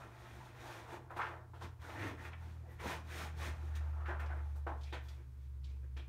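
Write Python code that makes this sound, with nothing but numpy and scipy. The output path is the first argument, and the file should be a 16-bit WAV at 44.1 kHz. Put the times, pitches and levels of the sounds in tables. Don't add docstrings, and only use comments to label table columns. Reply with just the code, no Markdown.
import sys
import numpy as np
from scipy import signal
from scipy.fft import rfft, irfft, next_fast_len
from scipy.io import wavfile

SR = 44100
rng = np.random.default_rng(int(sys.argv[2]) if len(sys.argv) > 2 else 0)


def natural_amplitude(level_db):
    exponent = np.asarray(level_db, float) / 20
    return 10 ** exponent


def store_wav(level_fs):
    pcm = np.round(np.clip(np.atleast_2d(level_fs), -1, 1) * 32767)
    wavfile.write(sys.argv[1], SR, pcm.T.astype(np.int16))


N = 268128


def rms_one(x):
    return x / np.sqrt(np.mean(x ** 2) + 1e-20)


def in_time(rows):
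    s, *columns = np.transpose(rows)
    return [np.interp(np.arange(N) / SR, s, c) for c in columns]


def at_hz(points, hz):
    table_hz, values = np.transpose(points)
    return np.interp(np.log(np.maximum(hz, 1)), np.log(table_hz), values)


def colour(x, spectrum):
    size = next_fast_len(N + SR // 4)
    gain = natural_amplitude(at_hz(spectrum, np.fft.rfftfreq(size, 1 / SR)))
    cepstrum = irfft(np.log(gain), size)
    cepstrum[1:size // 2] *= 2
    cepstrum[size // 2 + 1:] = 0
    return irfft(rfft(x, size) * np.exp(rfft(cepstrum)), size)[:N]


def drift(rate_hz):
    r = np.exp(-80 * np.pi * rate_hz / SR)
    slow = signal.lfilter([1], [1, -2 * r, r * r], rng.standard_normal(N // 40 + 2002))[2000:]
    return np.interp(np.arange(N) / 40, np.arange(len(slow)), rms_one(slow))


def resonate(x, hz, width_hz):
    r = np.exp(-np.pi * width_hz / SR)
    poles = [1, -2 * r * np.cos(2 * np.pi * hz / SR), r * r]
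    return signal.lfilter((1 - r * r) / 2 * np.array([1, 0, -1]), poles, x + 1e-18)


def hump(s, rise, fall, roundness):
    t = np.arange(N) / SR - s
    stretched = np.where(t < 0, t / max(rise, .002), t / max(fall, .002))
    return np.exp(-np.abs(stretched) ** roundness)


def swells(rest_db, rows):
    return natural_amplitude(rest_db) + sum(natural_amplitude(db) * hump(s, half, half, 2.0) for s, db, half in rows)


def fibres(per_s, spread_db, clump_db):
    strength = natural_amplitude(spread_db * np.minimum(rng.exponential(1, N), 4)) * rng.choice([-1, 1], N)
    let_go = rng.random(N) < per_s / SR
    return rms_one(strength * let_go * natural_amplitude(clump_db * drift(30)))


# full_pressure_s, level_db, swell_s, ease_s, hiss_over_scuff_db
RUBS = [(0.0, -53, .05, 0.095, -20), (0.25, -61, 0.19, 0.13, -12.5), (0.43, -60.5, 0.22, 0.11, -11),
        (0.71, -52, 0.15, 0.15, -12.5), (0.938, -49.5, 0.066, 0.039, -16.5),
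        (1.18, -63.5, 0.03, 0.16, -7.5), (1.632, -52, 0.023, 0.039, -13.5),
        (1.831, -65.5, 0.027, 0.084, -2.5), (1.9, -52, 0.061, 0.14, -15), (2.06, -47, 0.096, 0.07, -17),
        (2.264, -53, 0.091, 0.035, -14), (2.458, -65, 0.1, 0.14, -11), (2.72, -67, 0.068, 0.062, -12.5),
        (2.805, -51.5, 0.011, 0.097, -16.5), (2.89, -46, 0.066, 0.085, -9.5), (3.2, -50, .11, 0.082, -6.5),
        (3.449, -50, 0.07, 0.063, -7.5), (3.65, -60.5, 0.37, 0.17, -15), (3.759, -60, 0.0085, 0.028, 0),
        (3.85, -75.5, 0.082, 0.28, -5.5), (4.208, -64.5, 0.018, 0.041, -6.5), (4.5, -83, 0.35, 0.15, 1),
        (4.87, -73, 0.15, 0.068, -5.5), (5.08, -70, 0.07, 0.12, -4.5), (5.44, -88.5, 0.044, 0.043, 5.5)]


def rub_power():
    power = 0
    narrowing = np.array([[1], [1], [1.25], [1]])
    for s, db, swell, ease, hiss_db in RUBS:
        drag_db, thud_db = 8 + 0.64 * hiss_db, -5.5
        mix = natural_amplitude(db + np.array([[0], [drag_db], [hiss_db], [thud_db]]))
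        power = power + (mix * hump(s, swell, ease, roundness=2.1) ** narrowing) ** 2
    return power


# start_s, level_db, dying_s, drag_over_scuff_db, thud_over_scuff_db
SKIDS = [(0.96, -63.5, 0.21, -15, 0.5), (1.103, -49.5, 0.04, -18, -13), (1.163, -46, 0.13, -1.5, -10.5),
         (1.29, -51, 0.12, -22, -8.5), (1.534, -61.5, 0.082, -50, -2), (1.609, -51.5, 0.035, -18, -2),
         (2.33, -57.5, 0.019, 10.5, -22), (2.62, -76, 0.11, -3, 5), (2.69, -71, 0.064, -10, 4),
         (3.8, -58, 0.18, -4.5, -14), (3.96, -59, 0.49, -10, -9), (4.082, -45.5, 0.09, -12, -7),
         (4.202, -53.5, 0.11, -1, -6.5), (4.299, -51.5, 0.097, -18, -5.5), (4.451, -66, 0.042, -34, -1),
         (4.552, -59.5, 0.052, -20, -8), (4.664, -45.5, 0.069, -32, -8), (4.924, -46.5, 0.047, 7, -2.5),
         (5.177, -70.5, 0.064, 1, 4.5), (5.76, -83, .06, 1, 0), (5.83, -78, 0.024, 9, 14.5),
         (5.963, -62.5, 0.054, 6.5, 1)]


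def skid_power():
    power, attack_s, hiss_db = 0, 0.0036, -32.5
    for s, db, dying, drag_db, thud_db in SKIDS:
        mix = natural_amplitude(db + np.array([[0], [drag_db], [hiss_db], [thud_db]]))
        power = power + (mix * hump(s + attack_s, attack_s / 2, dying, roundness=1.94)) ** 2
    return power


# pitch_hz, level_db per Hz
SCUFF_SPECTRUM = [(150, -38), (450, -7), (700, -2), (1000, -3.5), (1400, -6), (2000, -17), (4000, -57),
                  (9000, -68)]
# pitch_hz, level_db per Hz
DRAG_SPECTRUM = [(700, -33.5), (1300, 0), (1800, 2.5), (2400, 0.5), (2800, -5), (3700, -20), (4600, -40),
                 (9000, -58.5)]
# pitch_hz, level_db per Hz
HISS_SPECTRUM = [(1900, -15), (3300, -4.5), (3700, -2.5), (4840, -9.5), (5870, -7.5), (7040, -10),
                 (7660, -15), (8340, -12), (9310, -12.5), (10400, -19), (11500, -15), (13200, -17),
                 (14800, -19), (15700, -18.5)]
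# pitch_hz, width_hz, level_db
FLOOR_MODES = [(205, 37, -8), (249, 61, -12), (283.4, 29.5, -2.5), (351.5, 30, 1.5), (415.5, 38, -5),
               (470, 46, -2.5)]


def strokes():
    power = rub_power() + skid_power()
    scuff = rms_one(colour(fibres(per_s=5000, spread_db=-0.5, clump_db=1.5), SCUFF_SPECTRUM))
    drag = rms_one(colour(fibres(per_s=5000, spread_db=1.0, clump_db=2.0), DRAG_SPECTRUM))
    hiss = rms_one(colour(fibres(per_s=12000, spread_db=-4.5, clump_db=0.74), HISS_SPECTRUM))
    push = fibres(per_s=1500, spread_db=3.5, clump_db=-1.5)
    thud = 0
    for k, (hz, width_hz, db) in enumerate(FLOOR_MODES):
        thud = thud + (-1) ** k * natural_amplitude(db) * resonate(push, hz, width_hz)
    layers = [natural_amplitude(-1.5) * scuff, natural_amplitude(-5.5) * drag, natural_amplitude(4.0) * hiss, rms_one(thud)]
    return np.sum(np.sqrt(power) * layers, axis=0)


# start_s, peak_db, centre_hz, contact_s
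TAPS = [(1.097, -43, 1080, 0.017), (1.109, -45.5, 1280, 0.033), (1.161, -31.5, 784, 0.018),
        (1.192, -29, 820, 0.015), (1.188, -25.5, 980, 0.083), (1.214, -24.5, 1330, 0.015),
        (1.235, -49, 1870, 0.024), (1.265, -28.5, 1400, 0.008), (1.533, -41.5, 850, 0.019),
        (1.565, -50, 900, .015), (1.61, -39, 796, .02), (1.64, -41.5, 1190, 0.028),
        (1.992, -35.5, 1790, 0.011), (2.018, -36, 1650, 0.085), (2.192, -50, 1815, 0.04),
        (2.249, -31.5, 1430, 0.013), (2.316, -42.5, 877, 0.026), (2.331, -35, 1890, 0.005),
        (2.794, -47, 2060, 0.02), (2.827, -42, 1500, 0.023), (3.102, -45, 1320, .015),
        (3.121, -41, 1500, .015), (3.215, -44, 1320, .015), (3.38, -46, 900, .015),
        (3.403, -41, 1330, 0.014), (3.423, -40, 930, .015), (3.758, -41.5, 1190, 0.022),
        (3.938, -59, 1150, 0.018), (4.003, -48, 1280, 0.021), (4.055, -36, 1320, 0.055),
        (4.088, -39, 1530, 0.019), (4.193, -33.5, 1182, 0.029), (4.303, -40, 1436, 0.011),
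        (4.34, -37, 633, 0.013), (4.369, -56, 1240, 0.028), (4.558, -56, 1185, 0.015),
        (4.666, -24.5, 740, 0.03), (4.686, -31.5, 790, 0.014), (4.924, -48, 747, 0.021),
        (4.942, -41, 790, 0.015), (5.641, -46, 3200, 0.015), (5.965, -42.5, 2280, 0.021)]
# start_s, claw_db, claw_hz, tick_db, contact_s
CLAWS = [(1.1, -65, 2900, -61, .04), (1.162, -43.5, 2900, -48, 0.026), (1.537, -57, 2420, -66, 0.11),
         (1.618, -43.5, 3360, -66, 0.025), (2.018, -62, 2900, -66, .014), (2.191, -67, 2900, -72, .034),
         (2.247, -47, 3200, -52, .014), (2.314, -50, 2850, -77, 0.013), (2.709, -75, 2900, -59, 0.025),
         (2.797, -65, 2900, -66, .02), (3.759, -62, 3500, -62, 0.019), (4.055, -53, 2940, -63, 0.037),
         (4.075, -52, 4600, -69, 0.015), (4.194, -51, 3600, -46, 0.013), (4.255, -45, 3750, -73, 0.011),
         (4.36, -76, 2900, -63, .02), (4.481, -69, 2900, -60, 0.004), (4.553, -59, 4000, -54, 0.024),
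         (4.807, -45, 3320, -80, 0.014), (4.83, -39.5, 3450, -68, 0.014), (4.865, -50, 2400, -74, .03),
         (4.924, -37, 2870, -52, 0.022), (5.04, -70, 2900, -70, 0.015), (5.082, -38.5, 3440, -68, 0.012),
         (5.632, -54, 3200, -80, .016), (5.645, -49, 3330, -78, 0.016), (5.689, -57.5, 3600, -84, 0.03),
         (5.76, -60, 3600, -81, 0.01), (5.965, -43, 3000, -54, 0.016)]


def catches():
    out, t = np.zeros(N + SR), np.arange(SR // 10) / SR
    contacts = [(s, db, hz, db - 32, 2900, db - 54, contact) for s, db, hz, contact in TAPS]
    contacts += [(s, -np.inf, 1000, *claw) for s, *claw in CLAWS]
    noise = rng.standard_normal((len(contacts), 3, len(t)))
    onset = np.sin(np.pi / 2 * np.minimum(t / .004, 1)) ** 2
    claw_rise, tick_rise = np.minimum(t / 0.009, 1), np.minimum(t / 0.012, 1)
    tick_band = signal.butter(2, [4800, 15000], "band", fs=SR, output="sos")
    for contact, (tear, claw, tick) in zip(contacts, noise):
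        s, peak_db, hz, claw_db, claw_hz, tick_db, contact_s = contact
        for width in (1.1, 1.3, 1.3):
            tear = resonate(tear, hz, width * hz)
        for _ in range(2):
            claw = resonate(claw, claw_hz, claw_hz)
        tick = signal.sosfilt(tick_band, tick)
        burst = natural_amplitude(peak_db) * rms_one(tear)
        burst = burst + natural_amplitude(claw_db) * rms_one(claw) * claw_rise
        burst = burst + natural_amplitude(tick_db) * rms_one(tick) * tick_rise
        dying = np.exp(-(t / max(contact_s, .002)) ** 1.04)
        i = round(s * SR)
        out[i:i + len(t)] += natural_amplitude(-8.0) * burst * dying * onset
    return out[:N]


# centre_s, level_db, pitch_hz, half_length_s
SCRAPES = [(0.42, -63, 860, .03), (0.677, -56, 860, 0.025), (0.944, -56, 890, 0.032),
           (0.97, -55, 334, 0.019), (1.619, -50.5, 950, 0.0078), (1.828, -64.5, 1050, 0.026),
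           (1.849, -56, 1430, 0.012), (1.95, -53, 856, .015), (2.015, -52.5, 1800, 0.06),
           (2.108, -57, 664, 0.021), (2.199, -60, 1820, .02), (2.422, -63.5, 880, .025),
           (2.428, -66, 1330, 0.021), (2.58, -74, 520, 0.054), (2.66, -66, 695, 0.021),
           (2.688, -60, 480, 0.017), (2.715, -69.5, 1920, 0.037), (2.72, -79, 13500, .03),
           (2.808, -57.5, 2050, 0.01), (2.848, -49, 470, 0.014), (2.89, -49, 927, 0.045),
           (3.125, -63, 1950, 0.021), (3.215, -52, 1270, .02), (3.257, -53.5, 784, 0.019),
           (3.39, -63, 1580, 0.02), (3.427, -61, 1280, 0.018), (3.481, -53.5, 2030, 0.019),
           (3.742, -62, 1630, 0.014), (3.937, -66, 1240, 0.017), (4.05, -59, 1220, 0.068),
           (4.098, -47, 1510, 0.023), (4.208, -56.5, 1260, 0.021), (4.322, -54.5, 1550, 0.02),
           (4.391, -64, 2000, 0.017), (4.468, -61.5, 855, .012), (4.763, -61, 437, 0.024),
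           (4.879, -67, 2380, 0.029), (4.936, -58, 700, 0.014), (4.938, -55, 3600, 0.013),
           (4.95, -74, 6300, .018), (5.042, -78, 13500, 0.015), (5.09, -80, 13600, .025),
           (5.096, -83, 6400, 0.012), (5.714, -81, 445, 0.041), (5.69, -78, 2270, 0.036),
           (5.75, -78.5, 2400, 0.025), (5.765, -78, 870, .01), (5.842, -81, 1690, 0.034),
           (5.996, -66, 3200, 0.019), (6.016, -70, 2420, 0.032)]


def scrapes():
    reach = SR // 5
    snags = np.pad(fibres(per_s=3700, spread_db=3.0, clump_db=-0.5), reach, "wrap")
    out = np.zeros(N + 2 * reach)
    t = np.arange(-reach, reach) / SR
    for s, db, hz, half in SCRAPES:
        i = round(s * SR)
        span = slice(i, i + 2 * reach)
        width_hz = 0.27 * hz
        ring = resonate(resonate(snags[span], hz, width_hz), hz, width_hz)
        out[span] += natural_amplitude(db) * np.exp(-np.abs(t / max(half, .002)) ** 1.6) * rms_one(ring)
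    return out[reach:reach + N]


# start_s, peak_db, pitch_hz, push_s
THUMPS = [(0.299, -63, 217, 0.073), (1.626, -51.5, 216, 0.019), (1.902, -45.5, 295, 0.16),
          (2.029, -43, 277, 0.017), (2.142, -53, 267, 0.03), (2.841, -38.5, 228, 0.018),
          (3.208, -53, 205, 0.019), (3.436, -56.5, 235, 0.042), (2.459, -60.5, 250, 0.014),
          (3.171, -52, 181, 0.03), (4.087, -64, 230, 0.018), (4.69, -59.5, 268, 0.033)]


def thumps():
    out, t = np.zeros(N + SR), np.arange(SR // 4) / SR
    for (s, peak_db, hz, push), stir in zip(THUMPS, rng.standard_normal((len(THUMPS), len(t)))):
        pushes = t / max(push, .01)
        swell = pushes * np.exp(1 - pushes)
        grumble = rms_one(resonate(resonate(stir, hz, 70), hz, 110))
        i = round(s * SR)
        out[i:i + len(t)] += natural_amplitude(peak_db - 4.5) * grumble * swell ** 2
    return out[:N]


# centre_s, level_db, half_length_s
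STIRS = [
    (0.15, -74, 0.48),
    (1.2, -81, 0.097),
    (2.3, -74, 0.56),
    (3.0, -64.5, 0.12),
    (3.3, -71, 0.21),
    (3.7, -72, 0.14),
    (4.3, -77.5, 0.5),
    (5.75, -78, 0.11),
]


def low_stir():
    hz, width_hz = 202, 129
    stir = resonate(resonate(rng.standard_normal(N), hz, width_hz), hz, width_hz)
    return swells(-82, STIRS) * rms_one(stir)


# pitch_hz, width_hz, lift_db
ROOM_PEAKS = [(690, 40, 2), (875, 60, 3.5), (1010, 40, 2), (1370, 45, 4), (1560, 60, 3), (1830, 80, 3),
              (2450, 120, 2.5), (3300, 300, 2.5)]
# pitch_hz, t60_s
ROOM_T60 = [(150, 0.25), (800, 0.44), (2100, 0.3), (5500, 0.24), (15000, 0.041)]


def room(x, wet_db):
    t, edges, tail = np.arange(SR * 7 // 10) / SR, 100 * 2 ** np.arange(0, 7.4, .5), 0
    white = rng.standard_normal((2, len(t)))
    for k, (low, high) in enumerate(zip(edges, edges[1:])):
        band = signal.sosfilt(signal.butter(2, [low, high], "band", fs=SR, output="sos"), white[k % 2])
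        decay = natural_amplitude(-60 * t / at_hz(ROOM_T60, np.sqrt(low * high)))
        band = band * decay * np.minimum(t / 0.012, 1)
        tail = tail + band * np.sqrt((high - low) / (SR / 2) / np.sum(band ** 2))
    x = x + sum((natural_amplitude(db) - 1) * resonate(x, hz, width_hz) for hz, width_hz, db in ROOM_PEAKS)
    return x + natural_amplitude(wet_db) * signal.fftconvolve(x, tail)[:N]


# time_s, firing_hz, level_db
ENGINE = [(0.8, 84, -68), (1.28, 84.4, -55.5), (1.49, 85, -59), (1.68, 85.1, -48.5), (1.75, 83.9, -55.5),
          (2.09, 83, -55.5), (2.46, 80.6, -47), (2.79, 79.75, -53.5), (3.46, 77.3, -43),
          (3.58, 76.8, -44.5), (3.81, 74.8, -37.5), (4.09, 74.5, -41), (4.31, 73.8, -39),
          (5.12, 70.3, -46.5), (5.26, 68.7, -52), (5.65, 68.2, -43.5), (6.01, 67.16, -46),
          (6.08, 66.9, -48.5)]
# centre_s, level_db, half_length_s
OCTAVE_SWELLS = [
    (2.05, -60, 0.065),
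    (2.4, -71, 0.3),
    (2.92, -59, 0.091),
    (3.4, -62.5, 0.2),
    (4.2, -72, 0.19),
    (5.7, -82, 0.41),
]


def engine():
    hz, db = in_time(ENGINE)
    turn = 2 * np.pi * np.cumsum(hz + 0.312 * drift(2.37)) / SR
    near = np.clip((np.arange(N) / SR - ENGINE[0][0]) / 0.22 + 1, 0, 1)
    octave = swells(-77, OCTAVE_SWELLS) * natural_amplitude(2.8 * drift(0.54))
    return np.sqrt(2) * near * (natural_amplitude(db) * np.sin(turn) + octave * np.sin(2 * turn))


# centre_s, level_db, half_length_s
UPPER_RINGS = [
    (0.69, -68, 0.15),
    (1.32, -74, 0.075),
    (1.66, -60, 0.031),
    (2.04, -45.5, 0.083),
    (2.89, -59, 0.13),
    (3.44, -58, 0.052),
    (4.47, -61, .06),
    (5.62, -67, 0.11),
]
# centre_s, level_db, half_length_s
LOWER_RINGS = [
    (0.0, -60, 0.1),
    (0.55, -68, 0.28),
    (1.799, -60, 0.17),
    (2.22, -67, .06),
    (2.59, -73, 0.044),
    (2.9, -55, 0.096),
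    (3.5, -52, 0.084),
    (4.45, -73, 0.35),
    (5.96, -59, 0.11),
]


def boom():
    upper = np.sqrt(2) * np.sin(2 * np.pi * np.cumsum(100.0 + 1.12 * drift(5.0)) / SR)
    lower = resonate(resonate(rng.standard_normal(N), 68.4, 15), 68.4, 15)
    return swells(-88, UPPER_RINGS) * upper + swells(-68, LOWER_RINGS) * rms_one(lower)


def hum():
    hum_hz, hum_db = 120, -58
    turn = 2 * np.pi * hum_hz * np.arange(N) / SR + 1.42 * drift(2.45)
    return np.sqrt(2) * natural_amplitude(hum_db + 0.7 * drift(6.6)) * np.sin(turn)


# pitch_hz, level_db per Hz
AIR_SPECTRUM = [(100, -65.5), (170, -4), (194, -4.5), (258, -0.5), (369, -2), (785, -14), (879, -7.5),
                (1100, -9.5), (1610, -14), (2440, -17.5), (2780, -22.5), (3300, -21.5), (15700, -34)]
# pitch_hz, level_db per Hz
RUMBLE_SPECTRUM = [(18, -33), (34, -4), (45, 3), (80, 2), (130, 1.5), (190, -21.5), (300, -39.5)]


def quiet():
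    air_db, rumble_db = -73, -64.5
    air, traffic = rng.standard_normal((2, N))
    air = natural_amplitude(air_db + 1.0 * drift(4.3)) * rms_one(colour(air, AIR_SPECTRUM))
    return air + natural_amplitude(rumble_db) * rms_one(colour(traffic, RUMBLE_SPECTRUM))


def scene():
    paws = natural_amplitude(-2.0) * room(strokes(), wet_db=-5.5) + natural_amplitude(-7.0) * room(catches(), wet_db=-4.0)
    paws = paws + room(scrapes(), wet_db=-4.0)
    floor = thumps() + low_stir()
    background = engine() + boom() + hum() + quiet()
    return (paws + floor + background)[None]


def low_pass(x):
    return signal.sosfilt(signal.butter(12, 15680, fs=SR, output="sos"), x)


def record(dry):
    steep = signal.ellip(12, .5, 60, 15740, fs=SR, output="sos")
    mix = signal.sosfilt(steep, dry)
    return low_pass(mix)


dry = scene()
out = record(dry)
store_wav(out)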